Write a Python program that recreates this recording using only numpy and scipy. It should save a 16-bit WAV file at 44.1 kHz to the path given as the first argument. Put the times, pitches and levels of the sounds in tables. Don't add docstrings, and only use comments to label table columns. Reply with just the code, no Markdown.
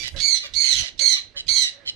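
import sys
import numpy as np
from scipy import signal
from scipy.fft import rfft, irfft
from scipy.io import wavfile
from scipy.ndimage import uniform_filter1d, map_coordinates

SR = 44100
rng = np.random.default_rng(int(sys.argv[2]) if len(sys.argv) > 2 else 0)


def unload_wav(signal):
    wavfile.write(
        sys.argv[1],
        SR,
        np.round(np.clip(np.atleast_2d(signal).T, -1, 1) * 32767).astype(np.int16),
    )


def volts_from_db(level):
    exponent = np.asarray(level, float) / 20
    return 10 ** exponent


N = 85995

# frequency in Hz, level in dB.
HOARSE_THROAT = [(900, -40), (1500, -12), (2100, -1), (3100, -1), (4150, 2), (6100, -8), (8000, -18),
                 (12000, -46)]


def unit(x):
    return x / np.sqrt(np.mean(x ** 2) + 1e-20)


def along(points, hz):
    f, v = np.transpose(points)
    return np.interp(np.log(hz + 1), np.log(f + 1), v)


def wobble(rate, n=N):
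    knots = rng.standard_normal(int(n * rate / SR) + 4)
    return map_coordinates(knots, [np.arange(n) * rate / SR])


def colour_noise(spectrum, n):
    return irfft(rfft(rng.standard_normal(n)) * volts_from_db(along(spectrum, np.fft.rfftfreq(n, 1 / SR))), n)


def voice(calls, throat, sag, arch, release_s, trill_hz, trill, pulse_db, jitter, half_db, half_grows_db,
          breath_db, count, swell_db=7.5, chop_depth=0.63, scatter_db=2.5, tires=False):
    bend = .6
    onset_s, chop_s = 0.0015, .0013
    out = np.zeros(N + 2 * SR)
    for s, length, db, hz, attack in calls:
        n = round(length * SR) + SR // 6
        t = np.arange(n) / SR
        u = np.minimum(t / length, 1.3)

        flutter_hz = trill_hz * (1 - tires * .2 * u + 0.075 * wobble(42.7, n))
        flutter = np.cumsum(flutter_hz) / SR % 1
        saw = uniform_filter1d(flutter ** bend - 1 / (1 + bend), size=90)

        glide = 1 - sag * u - arch * (2 * u - 1) ** 2
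        ends = .025 * np.exp(-t / .006) + .03 * np.clip(10 * u - 9, 0, 1)
        f = hz * (glide + trill * saw * (1 - .45 * u) - tires * ends + jitter * wobble(354.1, n))
        phase = np.pi * np.cumsum(f) / SR

        swell = -swell_db * np.maximum(1 - t / attack, 0) ** 2.86
        effort_db = swell - 20 / np.log(10) * np.maximum(t - length, 0) / release_s
        dull_db = np.minimum(-0.9 * effort_db / 20, 3)

        split_db = half_db + half_grows_db * np.clip((u - .35) / .15, 0, 1)
        tone = np.zeros(n)
        for k in range(1, count):
            half = split_db + tires * (11.5 * s + 1.6 * k)
            level_db = along(throat, k * f / 2) + k % 2 * half - k * dull_db + scatter_db * wobble(154.7, n)
            tone += volts_from_db(level_db) * (k * f < SR * .7) * np.sin(k * phase + 7 * rng.random())
        tone /= np.std(tone[:round(length * SR)])
        breath = volts_from_db(breath_db - 1.7 * dull_db) * unit(colour_noise(throat, n))

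        from_break_s = np.minimum(flutter, 1 - flutter) / trill_hz
        chop = 1 - np.clip(chop_depth, 0, 1) * np.exp(-(from_break_s / chop_s) ** 2)
        shape = chop * np.minimum(t / onset_s, 1) * volts_from_db(effort_db)
        out[SR + round(s * SR):][:n] += volts_from_db(db + pulse_db * saw) * shape * (tone + breath)
    return out[SR - SR // 4:SR + N]


def pen(x, left, right, wet_left_db, wet_right_db):
    # frequency in Hz, time to fall by 60 dB in seconds.
    ring_times = [(300, 0.048), (2000, 0.29), (4200, 0.25), (7000, 0.21), (12000, 0.16)]
    hz, t, z = signal.stft(rng.standard_normal((2, SR // 2)), SR, nperseg=256)
    fading = z * volts_from_db(-60 * t / along(ring_times, hz)[:, None])
    tail = signal.istft(fading, SR, nperseg=256)[1]
    tail = tail / np.linalg.norm(tail[0])
    late = np.pad(x, (150, 0))[None]
    wet = signal.fftconvolve(late, tail, axes=1)[:, :len(x)]
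    return (np.outer([left, right], x) + volts_from_db([[wet_left_db], [wet_right_db]]) * wet)[:, -N:]


def walls(x):
    # delay in seconds, level in dB.
    echoes = [(.0031, -13), (.0058, -12), (.0092, -14), (.0162, -13), (.023, -16)]
    return x + sum(volts_from_db(db) * np.pad(x, (round(s * SR), 0))[:len(x)] for s, db in echoes)


def valley(x):
    hz = np.fft.rfftfreq(len(x), 1 / SR)
    dip_db = -24 * np.exp(-((hz - 2720) / 200) ** 2)
    return irfft(rfft(x) * volts_from_db(dip_db), len(x))


def fowl():
    # start in seconds, length in seconds, level in dB, pitch in Hz, attack in seconds.
    squawk_calls = [
        (.199, 0.15, -16.5, 2243, 0.1176),
        (.548, .18, -16.5, 2227, 0.065),
        (.775, 0.034, -24.5, 2185, 0.0065),
        (.992, 0.13755, -14.5, 2183, 0.056),
        (1.484, 0.15, -15.5, 2166, 0.022),
    ]
    # start in seconds, length in seconds, level in dB, pitch in Hz, attack in seconds.
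    chip_calls = [(.161, 0.074, -34, 1969, 0.00186), (.186, 0.0087, -30.5, 1728, 0.00215),
                  (.199, 0.0053, -25, 1863, .002), (.345, 0.0412, -32.5, 1778, .004),
                  (.522, 0.016, -54, 2000, 0.0021), (.536, 0.0086, -28.5, 1950, 0.00184),
                  (.975, 0.03, -44, 1865, 0.009), (.991, 0.0067, -23.5, 2086, 0.00189),
                  (1.465, 0.01, -41, 2474, 0.0067), (1.479, 0.013, -26.5, 2133, .003)]
    # frequency in Hz, level in dB.
    fowl_throat = [(1100, -30), (2150, -15.5), (3200, 2.5), (4200, 3), (6300, -7), (8000, -16.5),
                   (10500, -27), (14500, -50)]
    squawk = voice(squawk_calls, fowl_throat, sag=.055, arch=.015, release_s=.02, trill_hz=80, trill=.17,
                   pulse_db=4, jitter=.014, half_db=-68, half_grows_db=30, breath_db=-33, count=15,
                   chop_depth=.85, scatter_db=2.8, tires=True)
    chip = voice(chip_calls, fowl_throat, sag=.03, arch=.01, release_s=.005, trill_hz=90, trill=.04,
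                 pulse_db=3, jitter=.03, half_db=-10, half_grows_db=.1, breath_db=-1, count=12)
    return pen(walls(valley(squawk)) + chip, left=0.1, right=1.185, wet_left_db=-10.5, wet_right_db=-5)


def neighbour():
    # start in seconds, length in seconds, level in dB, pitch in Hz, attack in seconds.
    rasp_calls = [
        (.4, 0.068, -37.5, 987, 0.0057),
        (1.13, 0.0518, -30, 1018, 0.007),
        (1.61, 0.075, -28.5, 1013, 0.0263),
    ]
    # start in seconds, length in seconds, level in dB, pitch in Hz, attack in seconds.
    gasp_calls = [
        (1.356, 0.0528, -30, 1042, 0.025),
        (1.85, 0.0482, -24.5, 1048, 0.062),
    ]
    # frequency in Hz, level in dB.
    gasp_throat = [(900, -40), (1500, -16), (2100, -8), (3100, 3), (4200, 3), (5200, -8), (8000, -16),
                   (12000, -46)]
    rasp = voice(rasp_calls, HOARSE_THROAT, sag=.03, arch=.04, release_s=.012, trill_hz=145, trill=.03,
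                 pulse_db=8, jitter=.02, half_db=-13, half_grows_db=.1, breath_db=-6, count=22,
                 swell_db=28, chop_depth=.8)
    gasp = voice(gasp_calls, gasp_throat, sag=.02, arch=.02, release_s=.006, trill_hz=145, trill=.03,
                 pulse_db=6, jitter=.015, half_db=-18, half_grows_db=.1, breath_db=-8, count=22,
                 swell_db=22, chop_depth=.9)
    return (pen(rasp, left=-1.05, right=1.45, wet_left_db=-11, wet_right_db=-9)
            + pen(gasp, left=-.9, right=1.5, wet_left_db=-15, wet_right_db=-13))


def croaker():
    # start in seconds, length in seconds, level in dB, pitch in Hz, attack in seconds.
    croak_calls = [
        (.03, 0.055, -31, 1029, 0.006),
        (.6, 0.21, -30, 1047, 0.068),
        (.72, .1, -34.5, 1419, 0.06),
        (.82, 0.069, -33.5, 1023, 0.013),
    ]
    croak = voice(croak_calls, HOARSE_THROAT, sag=.03, arch=.04, release_s=.007, trill_hz=130, trill=.04,
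                  pulse_db=8, jitter=.025, half_db=-9, half_grows_db=.1, breath_db=-4, count=22,
                  swell_db=20, chop_depth=.85)
    return pen(croak, left=-.35, right=1.7, wet_left_db=-12, wet_right_db=-11)


def whistle():
    # start in seconds, length in seconds, level in dB, pitch in Hz, attack in seconds.
    slide_calls = [
        (.705, 0.11, -28, 3720, 0.0082),
    ]
    # frequency in Hz, level in dB.
    pipe_throat = [(1500, -46), (2800, -0.5), (6000, 1.5), (9000, -15.5), (14000, -25)]
    slide = voice(slide_calls, pipe_throat, sag=.24, arch=-0.0393, release_s=0.0053, trill_hz=55.6,
                  trill=0.031, pulse_db=5, jitter=0.036, half_db=-40, half_grows_db=.1, breath_db=-7,
                  swell_db=14, count=8, chop_depth=.7)
    return pen(slide, left=0.17, right=1.6, wet_left_db=-6.5, wet_right_db=-1.0)


def yelper():
    # start in seconds, length in seconds, level in dB, pitch in Hz, attack in seconds.
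    yelp_calls = [
        (-.04, .074, -33, 1180, .01),
    ]
    # frequency in Hz, level in dB.
    yelp_throat = [(600, -50), (1200, -30), (2400, 1), (3600, -4), (4700, 3), (5900, -6), (12000, -24)]
    yelp = voice(yelp_calls, yelp_throat, sag=.02, arch=.002, release_s=.01, trill_hz=110, trill=.03,
                 pulse_db=4, jitter=.015, half_db=-20, half_grows_db=.1, breath_db=-7, count=14,
                 chop_depth=.6)
    return pen(yelp, left=0.2, right=1.793, wet_left_db=-9, wet_right_db=-9)


def chick():
    # start in seconds, length in seconds, level in dB, top pitch in Hz, attack in seconds.
    peep_calls = [
        (.43, 0.036, -45, 1223, 0.0037),
        (1.16, 0.03, -42, 1188, 0.0099),
        (1.53, 0.0615, -42.5, 1174, 0.01),
    ]
    # frequency in Hz, level in dB.
    chick_throat = [(600, -78), (1200, -3), (2400, 0.5), (3600, 2.5), (4700, -2), (5900, -7),
                    (12000, -11.5)]
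    peep = voice(peep_calls, chick_throat, sag=0.0285, arch=0.0856, release_s=0.0068, trill_hz=56.6,
                 trill=0.0038, pulse_db=11.0, jitter=0.0014, half_db=-60, half_grows_db=.1,
                 breath_db=-14, count=14)
    return pen(peep, left=0.67, right=2.0, wet_left_db=-10, wet_right_db=2.0)


def hen():
    # start in seconds, length in seconds, level in dB, top pitch in Hz, attack in seconds.
    cluck_calls = [(.14, 0.0395, -51, 547, 0.0053), (.435, 0.031, -55, 550, 0.0031),
                   (.7, 0.032, -57.5, 533, 0.0087), (.79, 0.045, -55.5, 397, 0.014),
                   (.997, 0.039, -53, 565, 0.0041), (1.34, 0.02644, -54.5, 580.4, 0.063),
                   (1.485, 0.016, -53, 502, 0.033), (1.72, 0.14, -64, 572, 0.011)]
    # frequency in Hz, level in dB.
    hen_throat = [(150, -40), (350, -20), (550, 11.5), (800, -3), (1150, -3), (2000, 9.5), (4000, -83)]
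    cluck = voice(cluck_calls, hen_throat, sag=0.011, arch=0.1193, release_s=0.013, trill_hz=54.8,
                  trill=0.081, pulse_db=11.5, jitter=0.0305, half_db=-58, half_grows_db=-22.0,
                  breath_db=-1, count=10)
    return pen(cluck, left=0.36, right=2.02, wet_left_db=-3.5, wet_right_db=7.0)


def ticks():
    # start in seconds, level in dB, frequency in Hz above which the tick is dull.
    floor_ticks = [
        (0.08, -27.5, 10800),
        (0.322, -38, 925),
        (0.847, -53, 700),
        (1.051, -54, 910),
        (1.076, -37, 920),
        (1.102, -49, 920),
    ]
    x, t = np.zeros(N), np.arange(400) / SR
    for s, db, hz in floor_ticks:
        b, a = signal.butter(2, min(hz, 15000), fs=SR)
        grit = unit(signal.lfilter(b, a, rng.standard_normal(400)))
        x[round(s * SR):][:400] += volts_from_db(db - 60 * t / 0.00532) * grit
    return np.outer([.3, 1.7], x)


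def rush(spectrum, alike, left_db):
    a, b = colour_noise(spectrum, N), colour_noise(spectrum, N)
    left = unit(alike * a + np.sqrt(1 - alike ** 2) * b)
    return np.array([volts_from_db(left_db) * left, unit(a)])


def handling():
    # time in seconds, level in dB.
    handling_levels = [(0.0, -45.5), (0.114, -45), (0.156, -36), (0.346, -62), (0.428, -61), (0.554, -45.5),
                       (0.662, -66), (0.754, -46.5), (0.83, -43), (0.858, -70), (0.89, -74), (0.95, -48),
                       (1.102, -65), (1.45, -53.5), (1.466, -45.5), (1.666, -68.5), (1.922, -56.5),
                       (1.95, -47)]
    # frequency in Hz, level in dB.
    rumble_colour = [(12, -11), (20, 7.5), (98, 8), (253, -14), (339, -6), (406, -54), (537, -36),
                     (1000, -29), (1300, -83), (2200, -120)]
    level_db = np.interp(np.arange(N) / SR, *np.transpose(handling_levels)) + 4
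    return volts_from_db(level_db + 2.5 * wobble(30)) * rush(rumble_colour, alike=.93, left_db=-15)


def air():
    # frequency in Hz, level in dB.
    hiss_colour = [(3000, -61.5), (6000, 1), (9000, -3), (12000, -9), (15000, -25.5)]
    # frequency in Hz, level in dB.
    air_colour = [(200, -12), (600, -12), (1100, -24), (2200, -18), (4200, -19), (6000, -32), (10000, -48),
                  (15000, -66)]
    t = np.arange(N) / SR
    fade_s = 0.21
    hiss = volts_from_db(-54.5 - 9 * t / fade_s) * rush(hiss_colour, alike=0.39, left_db=0.5)
    air_db = -55.5 + 6.5 * np.exp(-t / fade_s) + 1.6 * wobble(12.7) + 0.2 * wobble(40.5)
    return hiss + volts_from_db(air_db) * rush(air_colour, alike=0.72, left_db=-9.5)


def scene():
    birds = fowl() + neighbour() + croaker() + whistle() + yelper() + chick() + hen()
    return birds + ticks() + handling() + air()


def roll_off(x):
    return signal.sosfilt(signal.butter(12, 15660, fs=SR, output="sos"), x)


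def record(dry):
    passed = np.fft.rfftfreq(N, 1 / SR) < 15600
    return roll_off(irfft(rfft(dry) * passed, N))


dry = scene()
out = record(dry)
unload_wav(out)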